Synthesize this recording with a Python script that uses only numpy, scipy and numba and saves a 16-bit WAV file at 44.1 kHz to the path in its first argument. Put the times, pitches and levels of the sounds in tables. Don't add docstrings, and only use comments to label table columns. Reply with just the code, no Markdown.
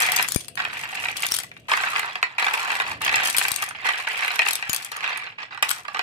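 import sys
import numpy as np
from scipy import signal
from scipy.fft import rfft, irfft
from scipy.io import wavfile
from numba import njit

SR = 44100
rng = np.random.default_rng(int(sys.argv[2]) if len(sys.argv) > 2 else 0)


def generate_wav(signal):
    frames = np.transpose(np.atleast_2d(signal))
    scaled = np.clip(frames, -1, 1) * 32767
    pcm = np.round(scaled).astype(np.int16)
    wavfile.write(sys.argv[1], SR, pcm)


N = 265878


def from_db(db):
    return 10 ** (np.asarray(db) / 20)


def rms_one(x):
    return x / np.sqrt(np.mean(x ** 2) + 1e-20)


def to_samples(seconds):
    return (seconds * SR).astype(np.int64)


def only(x, side, hz, order=2):
    return signal.sosfilt(signal.butter(order, hz, side, fs=SR, output="sos"), x)


@njit
def add_tones(out, at, size, turn, fade, phase, rise):
    for hit in range(size.shape[0]):
        for tone in range(size.shape[1]):
            step = fade[tone] * np.exp(1j * turn[hit, tone])
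            end = min(out.shape[1], at[hit, tone] + int(-5.0 / np.log(fade[tone])))
            for side in range(2):
                wave = size[hit, tone, side] * np.exp(1j * phase[hit, tone, side])
                held_back = 1.0
                for n in range(at[hit, tone], end):
                    held_back *= rise
                    out[side, n] += wave.imag * (1 - held_back)
                    wave *= step


PLATE_LAG_S, MORTAR_LAG_S = 0.000413, -0.00011


def strike(tones, start_s, level_db, left_db, lag_s, chatter_s, contact_s, spread_db, detune,
           pitch_hz=None):
    hz, tone_db, ring_s = np.transpose(tones)
    chance = rng.standard_normal((len(start_s), len(hz), 5))
    hz = np.minimum(hz * (1 + detune * chance[..., 0]), .45 * SR)
    tone_db = tone_db + spread_db * chance[..., 1]
    if pitch_hz is not None:
        distance = np.abs(np.log(hz / pitch_hz[:, None]))
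        nearest = distance == distance.min(axis=1, keepdims=True)
        hz = np.where(nearest, pitch_hz[:, None], hz)
        tone_db = tone_db + 4 * np.exp(-(distance / .35) ** 2) + 3.5 * nearest
    size = from_db(tone_db)
    size *= from_db(level_db)[:, None] / np.sqrt(np.sum(size ** 2, axis=1, keepdims=True))
    at = to_samples(start_s[:, None] + chatter_s * chance[..., 2] ** 2)
    out_of_step = hz / 1750 * chance[..., 3] - 2 * np.pi * np.maximum(hz - 613, 0) * lag_s
    phase = 2 * np.pi * chance[..., 4:] + out_of_step[..., None] * [.5, -.5]
    left_db = left_db[:, None] + 1.5 * np.log2(hz / np.median(hz))
    size = size[..., None] * from_db(left_db[..., None] * [.5, -.5])
    out = np.zeros((2, N))
    add_tones(out, at, size, turn=2 * np.pi * hz / SR, fade=from_db(-60 / (ring_s * SR)),
              phase=phase, rise=np.exp(-1 / (contact_s * SR)))
    return out


def crack(start_s, level_db, left_db, top_hz=8900, fade_s=0.0097):
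    hits = np.zeros((2, N))
    hits[:, to_samples(start_s)] = from_db(level_db + left_db * [[.5], [-.5]])
    fade = from_db(-60 / (fade_s * SR))
    bursts = signal.lfilter([1], [1, -fade], hits + 1e-18) * rng.standard_normal((2, N))
    return only(only(bursts, "high", 2500), "low", top_hz)


def touches(per_s, left_db, uneven_db):
    at = np.flatnonzero(rng.random(N) < per_s / SR)
    return at / SR, uneven_db * np.minimum(rng.exponential(1, len(at)), 3), left_db[at]


def surges(rows, rise_s=.006, fall_db_per_s=266, hop=32):
    start_s, length_s, db, drop_db, *others = np.transpose(rows)[..., None]
    age_s = np.arange(0, N, hop) / SR - start_s
    db = db - drop_db * np.clip(age_s / length_s, 0, 1)
    db -= fall_db_per_s * np.maximum(age_s - length_s, 0)
    gain = from_db(db) * np.clip(1 + age_s / rise_s, 0, 1)
    loudest = gain.argmax(axis=0)
    curves = [gain.sum(axis=0)] + [column[loudest, 0] for column in others]
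    return [np.repeat(curve, hop)[:N] for curve in curves]


# pitch_hz, relative_db
RUMBLE_COLOUR = [(24, -48), (40, -19), (117, 0.5), (224, -8), (325, -9.5), (591, -13), (704, -9.5),
                 (1380, -88), (2640, -13.5), (15500, -103)]
# time_s, level_db
RUMBLE_LEVELS = [(0, -54), (2.0, -60), (2.2, -66), (2.8, -62.5), (2.9, -50), (3.25, -54.5), (3.35, -59),
                 (4.3, -65.5), (6.03, -64)]


def rumble():
    hz = np.arange(N // 2 + 1) * SR / N + 1
    pitch_hz, relative_db = np.transpose(RUMBLE_COLOUR)
    colour = from_db(np.interp(np.log(hz), np.log(pitch_hz), relative_db))
    both, apart = rfft(rng.standard_normal((2, N))) * colour
    apart *= np.sqrt(0.05 + (hz / 900) ** 2) / np.sqrt(1 + (hz / 900) ** 2)
    level_db = np.interp(np.arange(N) / SR, *np.transpose(RUMBLE_LEVELS))
    return from_db(level_db) * rms_one(irfft([both + apart, both - apart], N))


# pitch_hz, relative_db, ring_s
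PLATE_TONES = [(346, -15.5, 0.019), (478, -17, 0.035), (708, -9, 0.035), (792, -6, 0.043),
               (938, -5.5, 0.053), (1160, -1.5, 0.031), (1271, -1.5, 0.031), (1538, 2, 0.032),
               (1740, 5, 0.019), (1950, 2, 0.041), (2216, 0, 0.014), (2413, 12.5, 0.0094),
               (2526, -1, 0.029), (2740, -2, 0.034), (3179, 1.5, 0.016), (3286, 7.5, 0.0033),
               (3846, -2.5, 0.022), (4320, -6, 0.03), (5190, -2.5, 0.011), (7130, -2.5, 0.0055),
               (10060, -15, 0.0046)]
# start_s, length_s, level_db, drop_db, left_db, pitch_hz, ticks_quieter_db
SLIDES = [(0.0, 0.24, -26, 9, 0.5, 2310, 15.5), (.575, 0.13, -37.5, 2.5, -2, 1496, 17),
          (.73, 0.38, -40, -2.5, -0.5, 2586, 10), (1.16, 0.26, -40.5, 9.5, 1, 2705, 11),
          (1.52, 0.14, -70, -4, 2, 2400, 2.5), (1.69, 0.3, -32, -0.5, -1, 1300, 12),
          (2.03, 0.21, -33.5, 17.5, -1.5, 947, 20), (2.26, .1, -50.5, 1, -1.5, 965, 23),
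          (2.385, .3, -33, 0.5, -0.5, 963, 10.5), (2.7, 0.22, -33.5, 4.5, -0.5, 960, 12),
          (3.01, 0.27, -32, -4.5, -1, 2500, 12.5), (3.35, 0.34, -34, 6.5, 0, 2280, 13),
          (3.75, 0.1, -40, 6, -3.5, 2400, 26), (3.85, .16, -28, 8, -0.5, 2270, 13),
          (4.072, 0.28, -34, -1.5, -2, 2390, 13.5), (4.39, 0.47, -33, 10.5, 0.5, 2500, 14),
          (4.92, 0.085, -42.5, -2, -1, 1226, 22), (5.03, 0.26, -30.5, 10.5, -2.5, 2350, 27.5),
          (5.385, 0.05, -36.5, 2.5, -2.5, 2390, 42), (5.51, 0.11, -41, 13, -3.5, 1310, 34),
          (5.63, 0.18, -40, 9, 3, 1210, 8), (5.85, 0.17, -55, -16, -4, 1210, 20)]


def plate_rattle():
    slide, left_db, slide_hz, _ = surges(SLIDES)
    start_s, level_db, left_db = touches(1300, left_db, uneven_db=6.5)
    pitch_hz = slide_hz[to_samples(start_s)] * (1 + .08 * rng.standard_normal(len(start_s)))
    rattle = strike(PLATE_TONES, start_s, level_db, left_db, PLATE_LAG_S, chatter_s=.001,
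                    contact_s=.00034, spread_db=5.5, detune=.0693, pitch_hz=pitch_hz)
    return slide * rms_one(rattle)


# pitch_hz, relative_db, ring_s
SHELL_TONES = [(1270, 6, 0.0034), (2145, -5, 0.014), (3368, 0.5, 0.02), (4220, 0.5, 0.0062),
               (4680, -2, 0.016), (6090, -2, 0.018), (6260, -11.5, 0.0055), (7750, -5.5, 0.0037),
               (8200, -2, 0.033), (8755, -3, 0.019), (9730, -12, 0.033), (10720, 5.5, 0.005),
               (11890, -0.5, 0.013), (13230, -5, 0.0056), (13660, -3.5, 0.0052), (14700, 13.5, 0.00061)]
# start_s, length_s, level_db, drop_db, left_db
HANDFULS = [(0.0, .42, -38.5, 7.5, 0), (1.17, .13, -44.5, -1, 2), (1.315, 0.088, -33.5, 8, 5),
            (3.24, 0.084, -39.5, 2, 0), (3.365, 0.078, -32, 7.5, 3.5), (3.48, .16, -46.5, 2, 4.5),
            (4.46, 0.06, -42, 10, 12), (4.68, 0.18, -56, -4, 4), (5.69, 0.079, -37.5, 14.5, -0.5)]


def shell_ticks():
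    slide, plate_left_db, _, quieter_db = surges(SLIDES)
    slide = slide * from_db(-quieter_db)
    scatter, mortar_left_db = surges(HANDFULS)
    ticks = touches(450, np.where(scatter > slide, mortar_left_db, plate_left_db), uneven_db=7)
    ring = strike(SHELL_TONES, *ticks, MORTAR_LAG_S, chatter_s=.00059,
                  contact_s=.00036, spread_db=1.5, detune=.081)
    ticking = rms_one(ring) + from_db(.5) * rms_one(crack(*ticks))
    return (slide + scatter) * rms_one(ticking)


# start_s, level_db, pitch_hz, left_db
CLACKS = [(0.0034, -13, 9230, 9), (0.0211, -10, 5900, 1.5), (0.1192, -7, 12450, 5), (0.162, -9.5, 11200, 8),
          (0.1653, -8, 6300, 3), (0.2258, -13, 11700, 11), (0.286, -13.5, 7100, 9), (0.308, -24, 4500, 6),
          (0.3202, -11.5, 10140, 5.5), (0.3461, -15, 9600, 9), (0.3602, -12, 9060, 12.5),
          (0.4823, -27.5, 9430, 14.0), (0.5546, -30.5, 10000, 13), (1.1705, -20, 4440, 7.0),
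          (1.2042, -29, 10800, 16), (1.2228, -16, 4550, -0.5), (1.2655, -12.5, 9500, 6.5),
          (1.3144, -18, 5740, 7.0), (1.3196, -9.5, 5600, 7.0), (1.3397, -12.5, 10400, 6),
          (1.3475, -12, 10900, 7), (1.3654, -12, 10700, 7), (1.3872, -13.5, 8940, 9),
          (1.4341, -24, 11500, 5.5), (1.9944, -16, 8200, -0.5), (2.5363, -20, 8200, 2),
          (3.018, -20.5, 13900, 10.0), (3.048, -15.5, 8560, 2), (3.1572, -12, 5200, 0),
          (3.258, -11.5, 4910, 4), (3.2822, -20, 11500, 5.0), (3.2997, -11.5, 10000, 8),
          (3.3664, -10, 11700, 7), (3.3722, -10, 8400, 1), (3.383, -4, 11100, 11),
          (3.3923, -14, 11300, 4.5), (3.4829, -11.5, 12000, 7.0), (3.5168, -11.5, 9000, 10.0),
          (3.5609, -11.5, 8470, 8.5), (3.6229, -16, 10900, 13), (3.6386, -21, 10000, 10),
          (3.689, -22.5, 8950, 7.5), (4.2782, -23, 8300, 3), (4.358, -17, 5000, -1),
          (4.4862, -13.5, 7000, -9), (4.5083, -13, 4590, 8), (4.5324, -11, 11500, 3),
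          (4.5544, -11, 10100, 5.5), (4.6773, -49, 5070, -2), (4.6958, -9, 7150, 5.0),
          (4.7311, -9.5, 11400, 8), (4.746, -11, 10400, 3), (4.7625, -9, 11200, 7.0),
          (4.8474, -19, 10800, 4), (4.9173, -23.5, 5860, 6), (4.9671, -25, 8400, 5),
          (5.1739, -23.5, 8700, 1), (5.6259, -10, 5650, 0), (5.6915, -11.5, 11100, 8.5),
          (5.7044, -13, 12200, 10), (5.713, -9, 8340, 5)]


def shell_clacks():
    start_s, level_db, pitch_hz, left_db = np.transpose(CLACKS)
    ring = strike(SHELL_TONES, start_s, level_db, left_db, MORTAR_LAG_S, chatter_s=.00065,
                  contact_s=.0001, spread_db=2.5, detune=.088, pitch_hz=pitch_hz)
    return ring + crack(start_s, level_db - 9, left_db, top_hz=15000)


# start_s, level_db, pitch_hz
KNOCKS = [(0.01, -14, 2240), (0.051, -11.5, 2540), (0.087, -11, 2400), (0.165, -19, 1230),
          (0.187, -10, 2700), (0.196, -7.5, 2720), (0.245, -16, 2550), (0.484, -35, 2740),
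          (0.574, -19, 1465), (0.593, -19, 1540), (0.601, -13.5, 1500), (0.621, -21, 1520),
          (0.65, -12.5, 2500), (0.73, -27, 1470), (0.77, -20, 2400), (0.834, -21, 2710),
          (0.951, -19.5, 2430), (0.999, -24, 2650), (1.039, -16.5, 2410), (1.054, -13, 2314),
          (1.084, -12, 2420), (1.232, -12.5, 2800), (1.247, -11, 3210), (1.319, -22, 3020),
          (1.402, -29, 2070), (1.434, -26.5, 1984), (1.515, -28, 2300), (1.566, -31.5, 2800),
          (1.683, -25, 1020), (1.716, -7, 930), (1.735, -6.5, 1630), (1.773, -15, 1280), (1.802, -17, 1240),
          (1.835, -11.5, 1550), (1.961, -10.5, 2680), (1.994, -13.5, 2020), (2.155, -16.5, 939),
          (2.228, -4, 2420), (2.383, -10.5, 2680), (2.396, -12, 2290), (2.425, -11.5, 945),
          (2.444, -10, 2390), (2.466, -9.5, 1030), (2.482, -12.5, 1530), (2.539, -9, 2430),
          (2.576, -17, 2590), (2.595, -17, 2340), (2.703, -12, 2700), (2.752, -16, 2420), (2.8, -9, 1970),
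          (2.818, -15, 1120), (2.865, -18.5, 953), (2.914, -18, 905), (3.029, -26, 1740),
          (3.063, -11.5, 3140), (3.078, -10.5, 3200), (3.093, -11.5, 2620), (3.141, -6.5, 2660),
          (3.167, -13, 2610), (3.237, -18, 2130), (3.346, -12.5, 2370), (3.413, -9.5, 2060),
          (3.451, -10, 2330), (3.482, -13, 2440), (3.625, -15, 1230), (3.708, -25, 1480),
          (3.817, -28, 2390), (3.853, -21, 2500), (3.872, -12.5, 2000), (3.889, -8.5, 2730),
          (4.047, -24, 2730), (4.075, -12.5, 1575), (4.107, -20, 2750), (4.192, -14.5, 3100),
          (4.223, -15, 2140), (4.246, -14.5, 3210), (4.28, -11.5, 2830), (4.392, -1.5, 2500),
          (4.419, -9.5, 2430), (4.463, -8, 2550), (4.484, -8.5, 2480), (4.625, -14.5, 2350),
          (4.734, -18, 2680), (4.917, -23.5, 1170), (4.963, -22.5, 1300), (5.007, -19.5, 2552),
          (5.042, -17, 2540), (5.077, -14, 2480), (5.385, -33, 2560), (5.402, -33, 2340),
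          (5.547, -25, 1270), (5.575, -23, 931), (5.625, -4.5, 2840), (5.709, -15, 1210),
          (5.851, -26.5, 1270), (5.882, -19.5, 1160), (5.946, -16.5, 1200), (5.969, -19.5, 1250),
          (5.992, -9.5, 2450)]


def plate_knocks():
    start_s, level_db, pitch_hz = np.transpose(KNOCKS)
    _, heap_left_db, _, _ = surges(SLIDES)
    left_db = heap_left_db[to_samples(start_s)]
    ring = strike(PLATE_TONES, start_s, level_db, left_db, PLATE_LAG_S, chatter_s=.0014,
                  contact_s=.0003, spread_db=2, detune=.05, pitch_hz=pitch_hz)
    return ring + crack(start_s, level_db - 18.5, left_db)


# pitch_hz, relative_db, ring_s
CLACK_RING_TONES = [(8600, -5, .16), (8790, -2, .18), (8920, -2, .2), (9010, 0, .2), (9170, -2, .18),
                    (9400, -4, .16)]
# start_s, level_db, left_db
RINGING_CLACKS = [(0.3586, -33, 9)]


def clack_ring():
    return strike(CLACK_RING_TONES, *np.transpose(RINGING_CLACKS), MORTAR_LAG_S, chatter_s=0,
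                  contact_s=.00028, spread_db=1.5, detune=0)


# start_s, level_db
JOLTS = [(0.3606, -7.5), (1.319, -28.5), (3.517, -30), (3.838, -41), (4.695, -22.5)]


def jolts(push_s=.0006):
    start_s, level_db = np.transpose(JOLTS)
    pushes = np.bincount(to_samples(start_s), -from_db(level_db), N)
    age = np.arange(int(.0074 * SR)) / SR / push_s
    thumps = np.convolve(pushes, age * np.exp(1 - age))[:N]
    return only(thumps, "high", 75) * from_db([[0], [-32]])


def kitchen_echo(x, level_db=-11, rise_s=.0022, fade_s=.17):
    t = np.arange(int(.4 * SR)) / SR
    both, apart = rng.standard_normal((2, len(t)))
    apart = only(apart, "high", 1100, order=3)
    shape = from_db(-60 * t / fade_s) * np.minimum(t / rise_s, 1)
    tail = only((both + apart * [[1], [-1]]) * shape, "low", 6500, order=1)
    return from_db(level_db) * signal.fftconvolve(x, rms_one(tail) / np.sqrt(len(t)), axes=1)[:, :N]


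def scene():
    near = plate_rattle() + shell_ticks() + shell_clacks() + plate_knocks() + clack_ring()
    near = only(near, "high", 300)
    return near + kitchen_echo(near) + jolts() + rumble()


def record(dry):
    rounded = .9 * np.tanh(dry / .5)
    return signal.sosfilt(signal.cheby2(14, 80, 16800, fs=SR, output="sos"), rounded)


dry = scene()
out = record(dry)
generate_wav(out)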